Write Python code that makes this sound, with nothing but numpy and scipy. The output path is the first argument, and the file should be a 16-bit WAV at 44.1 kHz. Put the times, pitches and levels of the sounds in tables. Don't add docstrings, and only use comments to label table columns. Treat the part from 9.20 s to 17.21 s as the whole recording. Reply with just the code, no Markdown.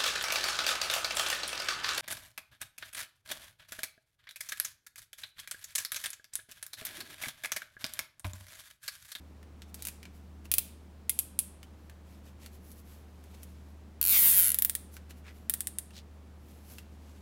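import sys
import numpy as np
from scipy import signal
from scipy.fft import rfft, irfft, next_fast_len
from scipy.io import wavfile
from scipy.ndimage import map_coordinates

SR = 44100
rng = np.random.default_rng(int(sys.argv[2]) if len(sys.argv) > 2 else 0)


def materialize(psi):
    bounded = np.clip(np.atleast_2d(psi).T, -1, 1)
    quanta = np.round(bounded * 32767).astype(np.int16)
    wavfile.write(sys.argv[1], SR, quanta)


N = 353241
TIME = np.arange(N) / SR
CLICK_SAMPLES = 1024
CLICK_HZ = np.fft.rfftfreq(CLICK_SAMPLES, 1 / SR)
STRAP_HZ, STRAP_DB = (2508, 1845), (-4.5, -10)

# time_s, teeth_per_s
PULL_SPEED = [(4.814, 68.5), (4.87, 99.3), (4.918, 250.0), (4.949, 298.8), (5.009, 225.4), (5.042, 240.8),
              (5.137, 225.0), (5.161, 191.5), (5.234, 170.5), (5.322, 53.3)]


def amp(db):
    return 10 ** (np.asarray(db) / 20)


def unit(x):
    return x / np.sqrt(np.mean(x ** 2) + 1e-20)


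def along(points, hz):
    frequencies, values = np.transpose(points)
    return np.interp(np.log(hz + 1), np.log(frequencies + 1), values)


def add(track, start_s, sound):
    start = int(round(start_s * SR))
    track[start:start + len(sound)] += sound[:N - start]


def wobble(rate):
    return map_coordinates(rng.standard_normal(int(N * rate / SR) + 4), [TIME * rate])


def swell(t, middle_s, length_s):
    return np.exp(-(2 * (t - middle_s) / length_s) ** 2)


def filtered(x, gain_at):
    size = next_fast_len(len(x) + 8192)
    return irfft(rfft(x, size) * gain_at(np.fft.rfftfreq(size, 1 / SR)), size)[:len(x)]


def noise(colour):
    return unit(filtered(rng.standard_normal(N), lambda hz: amp(along(colour, hz))))


def resonance(centre_hz, width_hz):
    return 1 / np.hypot(1, (CLICK_HZ ** 2 - centre_hz ** 2) / ((CLICK_HZ + 1) * width_hz))


def pulse(gain):
    cepstrum = irfft(np.log(np.maximum(gain, 1e-6)))
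    fold = 1 + np.sign(CLICK_SAMPLES / 2 - np.arange(CLICK_SAMPLES))
    fold[0] = 1
    return irfft(np.exp(rfft(cepstrum * fold)))


def room_tone():
    # pitch_hz, level_db
    tones = [(75.4, -49), (183.0, -66.5), (376.8, -81)]
    # frequency_hz, level_db
    air = [(25, -24), (45, -21.5), (75, -20), (100, -19), (165, -20.5), (195, -12), (225, -17.5),
           (310, -21.5), (400, -25.5), (750, -30.5), (2300, -41), (9800, -52), (11300, -54.5), (13500, -55)]
    hum = np.zeros(N)
    for hz, db in tones:
        hum += amp(db + 0.9 * wobble(3.4)) * np.sin(2 * np.pi * hz * TIME + 0.071 * wobble(1.2))
    return hum + amp(-57) * noise(air)


def taps():
    # start_s, level_db, pitch_hz, tick_boost_db
    touches = [(0.228, -34, 1800, -3), (.419, -23, 3630, -8.5), (0.5429, -26, 4530, 13),
               (.622, -25, 3950, 13.5), (0.6508, -21.5, 2730, 14), (0.6697, -20, 2320, 13.5),
               (.684, -20, 2500, 10.5), (.829, -24, 2310, -5), (0.853, -23.5, 2300, -9),
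               (1.254, -31, 2730, 1), (2.4294, -25.5, 3040, -2.5), (2.6964, -28.5, 1580, -2.5),
               (3.2606, -23.5, 4370, 2), (3.5155, -43, 1400, 18.5), (4.039, -39, 1430, 6),
               (4.231, -33.5, 3080, 14), (5.7662, -22, 1485, -3), (5.907, -25, 2810, -1),
               (6.7059, -32.5, 2785, -4), (7.583, -21.5, 2710, -0.5)]
    # frequency_hz, level_db
    knock_colour = [(200, -17.5), (900, -4.5), (1600, 1.5), (2600, 1), (4500, -1.5), (8000, -5.5),
                    (16000, -37)]
    # frequency_hz, level_db
    tick_colour = [(1500, -19), (4000, -10.5), (7000, -5.5), (11500, -0.5), (16000, -8)]
    out = np.zeros(N)
    for start_s, db, pitch_hz, tick_db in touches:
        knock = amp(along(knock_colour, CLICK_HZ)) * (1 + amp(10.5) * resonance(pitch_hz, width_hz=91))
        tick = amp(along(tick_colour, CLICK_HZ) + tick_db)
        click = amp(db) * pulse(np.hypot(knock, tick))
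        add(out, start_s + 0.001, rebounds(click, gap_s=0.0005, bounce=0.65))
        echo = echoes(housing_db=-1, housing_fade_s=0.065, room_db=-10.5)
        add(out, start_s + 0.00083, signal.fftconvolve(click, echo))
    return out


def rebounds(click, gap_s, bounce):
    delay = np.exp(-2j * np.pi * CLICK_HZ * gap_s)
    return irfft(rfft(click) * (bounce + delay) / (1 + bounce * delay))


def echoes(housing_db, housing_fade_s, room_db):
    # frequency_hz, fade_s
    kitchen = [(300, 0.54), (2500, 0.5), (9000, .42), (12000, 0.27), (16000, .25)]
    t = np.arange(SR // 2) / SR
    housing = rng.standard_normal(len(t)) * amp(-60 * t / housing_fade_s) * (t > 0.0006)
    hz, frame_s, bands = signal.stft(rng.standard_normal(len(t)), SR, nperseg=256)
    fade = amp(-60 * frame_s / along(kitchen, hz)[:, None])
    room = signal.istft(bands * fade, SR, nperseg=256)[1][:len(t)]
    room *= 1 - np.exp(-t / 0.0031)
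    return (amp(housing_db) * housing / np.linalg.norm(housing)
            + amp(room_db) * room / np.linalg.norm(room))


def rubbing():
    # middle_s, length_s, hiss_db, skin_over_hiss_db
    slides = [(0.494, .03, -70, 5), (0.6, 0.053, -65, 8), (.965, 0.062, -69, -2), (1.256, 0.022, -63, 3),
              (2.926, .11, -69.5, 4), (3.073, 0.069, -68.5, 5.5), (3.239, 0.068, -63.5, 7),
              (3.345, 0.068, -65.5, -2), (3.505, 0.13, -60, -12), (3.594, 0.043, -60.5, -8),
              (3.728, 0.13, -63, -1), (4.148, 0.013, -68.5, 11), (4.198, 0.61, -72, 4.5),
              (5.748, 0.052, -55.5, -7), (5.907, .02, -58.5, 4.5), (5.988, .04, -67, -5),
              (6.17, 0.18, -68.5, -1), (7.335, 0.2, -67.5, -0.5), (7.522, 0.15, -58, -3),
              (7.92, 0.4, -73, 7.5)]
    # frequency_hz, level_db
    hiss_colour = [(2000, -12.5), (5000, -4.5), (7000, -4.5), (9800, -5.5), (11300, 5.5), (13000, -3.5),
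                   (15500, -0.5), (16500, -30.5)]
    # frequency_hz, level_db
    skin_colour = [(400, 9.5), (1500, 0), (2500, 4), (5000, 0), (8000, -1), (16000, -22)]
    fidget = amp(-84.5 + 2.5 * wobble(12))
    hiss_gain, skin_gain = np.zeros((2, N))
    for middle_s, length_s, hiss_db, skin_db in slides:
        slide = amp(hiss_db) * swell(TIME, middle_s, length_s)
        hiss_gain += slide
        skin_gain += amp(skin_db) * slide
    grain = unit(amp(1.4 * wobble(400) + 1.5 * wobble(35)))
    hiss = np.hypot(hiss_gain, fidget) * noise(hiss_colour)
    skin = np.hypot(skin_gain, fidget) * noise(skin_colour)
    return grain * (hiss + skin)


def scuffs():
    # middle_s, length_s, level_db, centre_hz
    strokes = [(0.647, 0.051, -54, 3860), (6.082, 0.057, -52, 2020), (6.774, .06, -51, 3700)]
    out = np.zeros(N)
    for middle_s, length_s, db, centre_hz in strokes:
        slips = rng.standard_normal(N) * amp(2.9 * wobble(450))
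        band = filtered(slips, lambda hz: np.hypot(1, 1.56 * (hz / centre_hz - centre_hz / (hz + 1))) ** -1.22)
        out += amp(db) * swell(TIME, middle_s, length_s) * unit(band)
    return out


def tooth(pawl_hz, strap_hz, upper_hz, strap_db, head_db, treble_db):
    # frequency_hz, level_db
    pawl_colour = [(1500, -41.5), (6000, -19), (7200, -9.5), (9900, -8.5), (10900, 5.5), (12400, -0.5),
                   (13500, -12), (16500, -9.5)]
    # frequency_hz, level_db
    strap_colour = [(200, -8.5), (850, -9), (1250, 0), (2000, -3.5), (3300, -2.5), (4200, -1.5),
                    (4900, -0.5), (5900, -2), (7100, -1.5), (10000, -13)]
    # frequency_hz, level_db
    treble_colour = [(10000, -28.5), (12200, -7.5), (13200, -1), (14200, -0.5), (15600, -3), (16600, -17.5)]
    pawl = amp(along(pawl_colour, CLICK_HZ) - 4.5) * (1 + amp(2.5) * resonance(pawl_hz, width_hz=360))
    bending = amp(-12) + amp(-2) / np.hypot(1, (strap_hz / (CLICK_HZ + 1)) ** 4)
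    bending += amp(2) * resonance(strap_hz, width_hz=310) ** 2
    bending += amp(-0.5) * resonance(upper_hz, width_hz=600) ** 2
    strap = amp(along(strap_colour, CLICK_HZ) + strap_db) * bending
    head = amp(head_db) * resonance(centre_hz=9080, width_hz=2200) ** 2
    treble = amp(along(treble_colour, CLICK_HZ) + treble_db)
    return pulse(np.linalg.norm([pawl, strap, head, treble], axis=0))


def teeth_passed():
    return np.cumsum(np.interp(TIME, *np.transpose(PULL_SPEED), left=0, right=0)) / SR


def tightness_at(times):
    passed = teeth_passed()
    return np.interp(times, TIME, passed / passed[-1])


def between(loose, tight, tightness):
    return loose + tightness * (tight - loose)


def strap_note(loose_hz, tight_hz, tightness):
    growth = 2.4
    return tight_hz + (loose_hz - tight_hz) * (1 - tightness) / (1 + growth * tightness)


def single_clicks():
    # start_s, level_db, pawl_hz, treble_boost_db, head_db
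    teeth = [(1.3156, 4, 10800, 1.5, -1), (1.3389, 5.5, 10300, 1.5, 3), (1.3827, 5, 11100, 4.5, 3.5),
             (1.8947, 7.5, 10500, -6, 2.5), (1.9897, 6.5, 11700, -9.5, 5), (2.19, 7.5, 10540, -10, 6.5),
             (5.3442, 5, 11800, 0, -1), (5.387, 7, 12000, 0, 0.5), (5.4218, 6, 11800, 4.5, 1),
             (5.448, 7, 12000, 5, -2), (5.4963, -1, 10000, 4, 4), (5.5516, 0.5, 10100, -0.5, 3.5),
             (6.2968, 2, 11100, 5, 4), (6.338, 0.5, 11300, -1, 2), (6.406, 1, 8700, -8.5, 2),
             (6.4709, -1, 8300, -7, 2.5), (6.5852, 0, 9200, -12.5, 1.5)]
    out = np.zeros(N)
    times = [row[0] for row in teeth]
    for (start_s, db, pawl_hz, treble_db, head_db), tightness in zip(teeth, tightness_at(times)):
        strap_db = between(*STRAP_DB, tightness) + 0.418 * treble_db
        click = amp(db) * tooth(
            pawl_hz, strap_hz=strap_note(*STRAP_HZ, tightness), upper_hz=between(3300, 3550, tightness),
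            strap_db=strap_db - db, head_db=head_db - db, treble_db=treble_db)
        gap_s = 0.00034 * np.exp(0.21 * rng.standard_normal())
        add(out, start_s + 0.00051, rebounds(click, gap_s, bounce=0.71))
        echo = echoes(housing_db=0, housing_fade_s=0.05, room_db=-9.5)
        echo *= amp(between(-2.5, -4.5, tightness))
        add(out, start_s + 0.001, signal.fftconvolve(click, echo))
    return out


def strap_ping(start_s, level_db, pitch_hz, fade_s):
    t = np.maximum(TIME - start_s, 0)
    return amp(level_db - 60 * t / fade_s) * np.sin(2 * np.pi * pitch_hz * t)


def long_zip():
    # time_s, level_db, treble_boost_db
    snaps = [(4.814, 3, 8), (4.91, 4.5, 3), (4.99, 5, 3), (5.05, 3.5, 4.5), (5.18, 5.5, 0),
             (5.28, 6.5, -5.5)]
    # frequency_hz, level_db
    echo_colour = [(250, -3), (800, -1.5), (1500, 3), (4000, -2), (9000, -3), (16000, -11.5)]
    snap_s, snap_db, snap_treble_db = np.transpose(snaps)
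    direct, clicks = np.zeros((2, N))
    times = TIME[1:][np.diff(np.ceil(teeth_passed())) > 0]
    rocking = wobble(25)
    quirks = rng.standard_normal((len(times), 3))
    for s, tightness, (size, shape, lag) in zip(times, tightness_at(times), quirks):
        skim = max(np.interp(s, *np.transpose(PULL_SPEED)) - 235, 0)
        rock = rocking[round(s * SR)]
        db = np.interp(s, snap_s, snap_db) - 0.0748 * skim
        damping_db = between(-6, -2.5, tightness)
        strap_db = between(*STRAP_DB, tightness) + damping_db + 0.0771 * skim
        head_db = -5.5 + 9.5 * swell(s, middle_s=5.088, length_s=0.059)
        snap = tooth(pawl_hz=between(12030, 11210, tightness) + 200 * rock,
                     strap_hz=strap_note(*STRAP_HZ, tightness),
                     upper_hz=strap_note(4650, 2950, tightness) - 16 * skim,
                     strap_db=strap_db - db, head_db=head_db - db,
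                     treble_db=np.interp(s, snap_s, snap_treble_db) + 2.25 * rock)
        round_trip_s = between(0.000685, 0.0014, tightness)
        with_return = 1 + amp(-9) * np.exp(-2j * np.pi * CLICK_HZ * round_trip_s)
        click = amp(db + 0.7 * size) * irfft(rfft(snap) * with_return)
        start_s = s + 0.000016 * lag
        add(clicks, start_s, click)
        add(direct, start_s, rebounds(click, gap_s=0.000339 * np.exp(0.082 * shape), bounce=0.86))
    echo = signal.fftconvolve(clicks, echoes(housing_db=-4, housing_fade_s=0.077, room_db=-9.5))[:N]
    return direct + filtered(echo, lambda hz: amp(along(echo_colour, hz)))


def scene():
    tie = single_clicks() + long_zip()
    tie += strap_ping(start_s=1.895, level_db=-37.5, pitch_hz=2130, fade_s=0.062)
    return (tie + taps() + rubbing() + scuffs() + room_tone())[None]


def record(dry):
    top_hz = 16150
    return np.array([filtered(x, lambda hz: 1 / (1 + (hz / top_hz) ** 100)) for x in dry])


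dry = scene()
out = record(dry)
materialize(out)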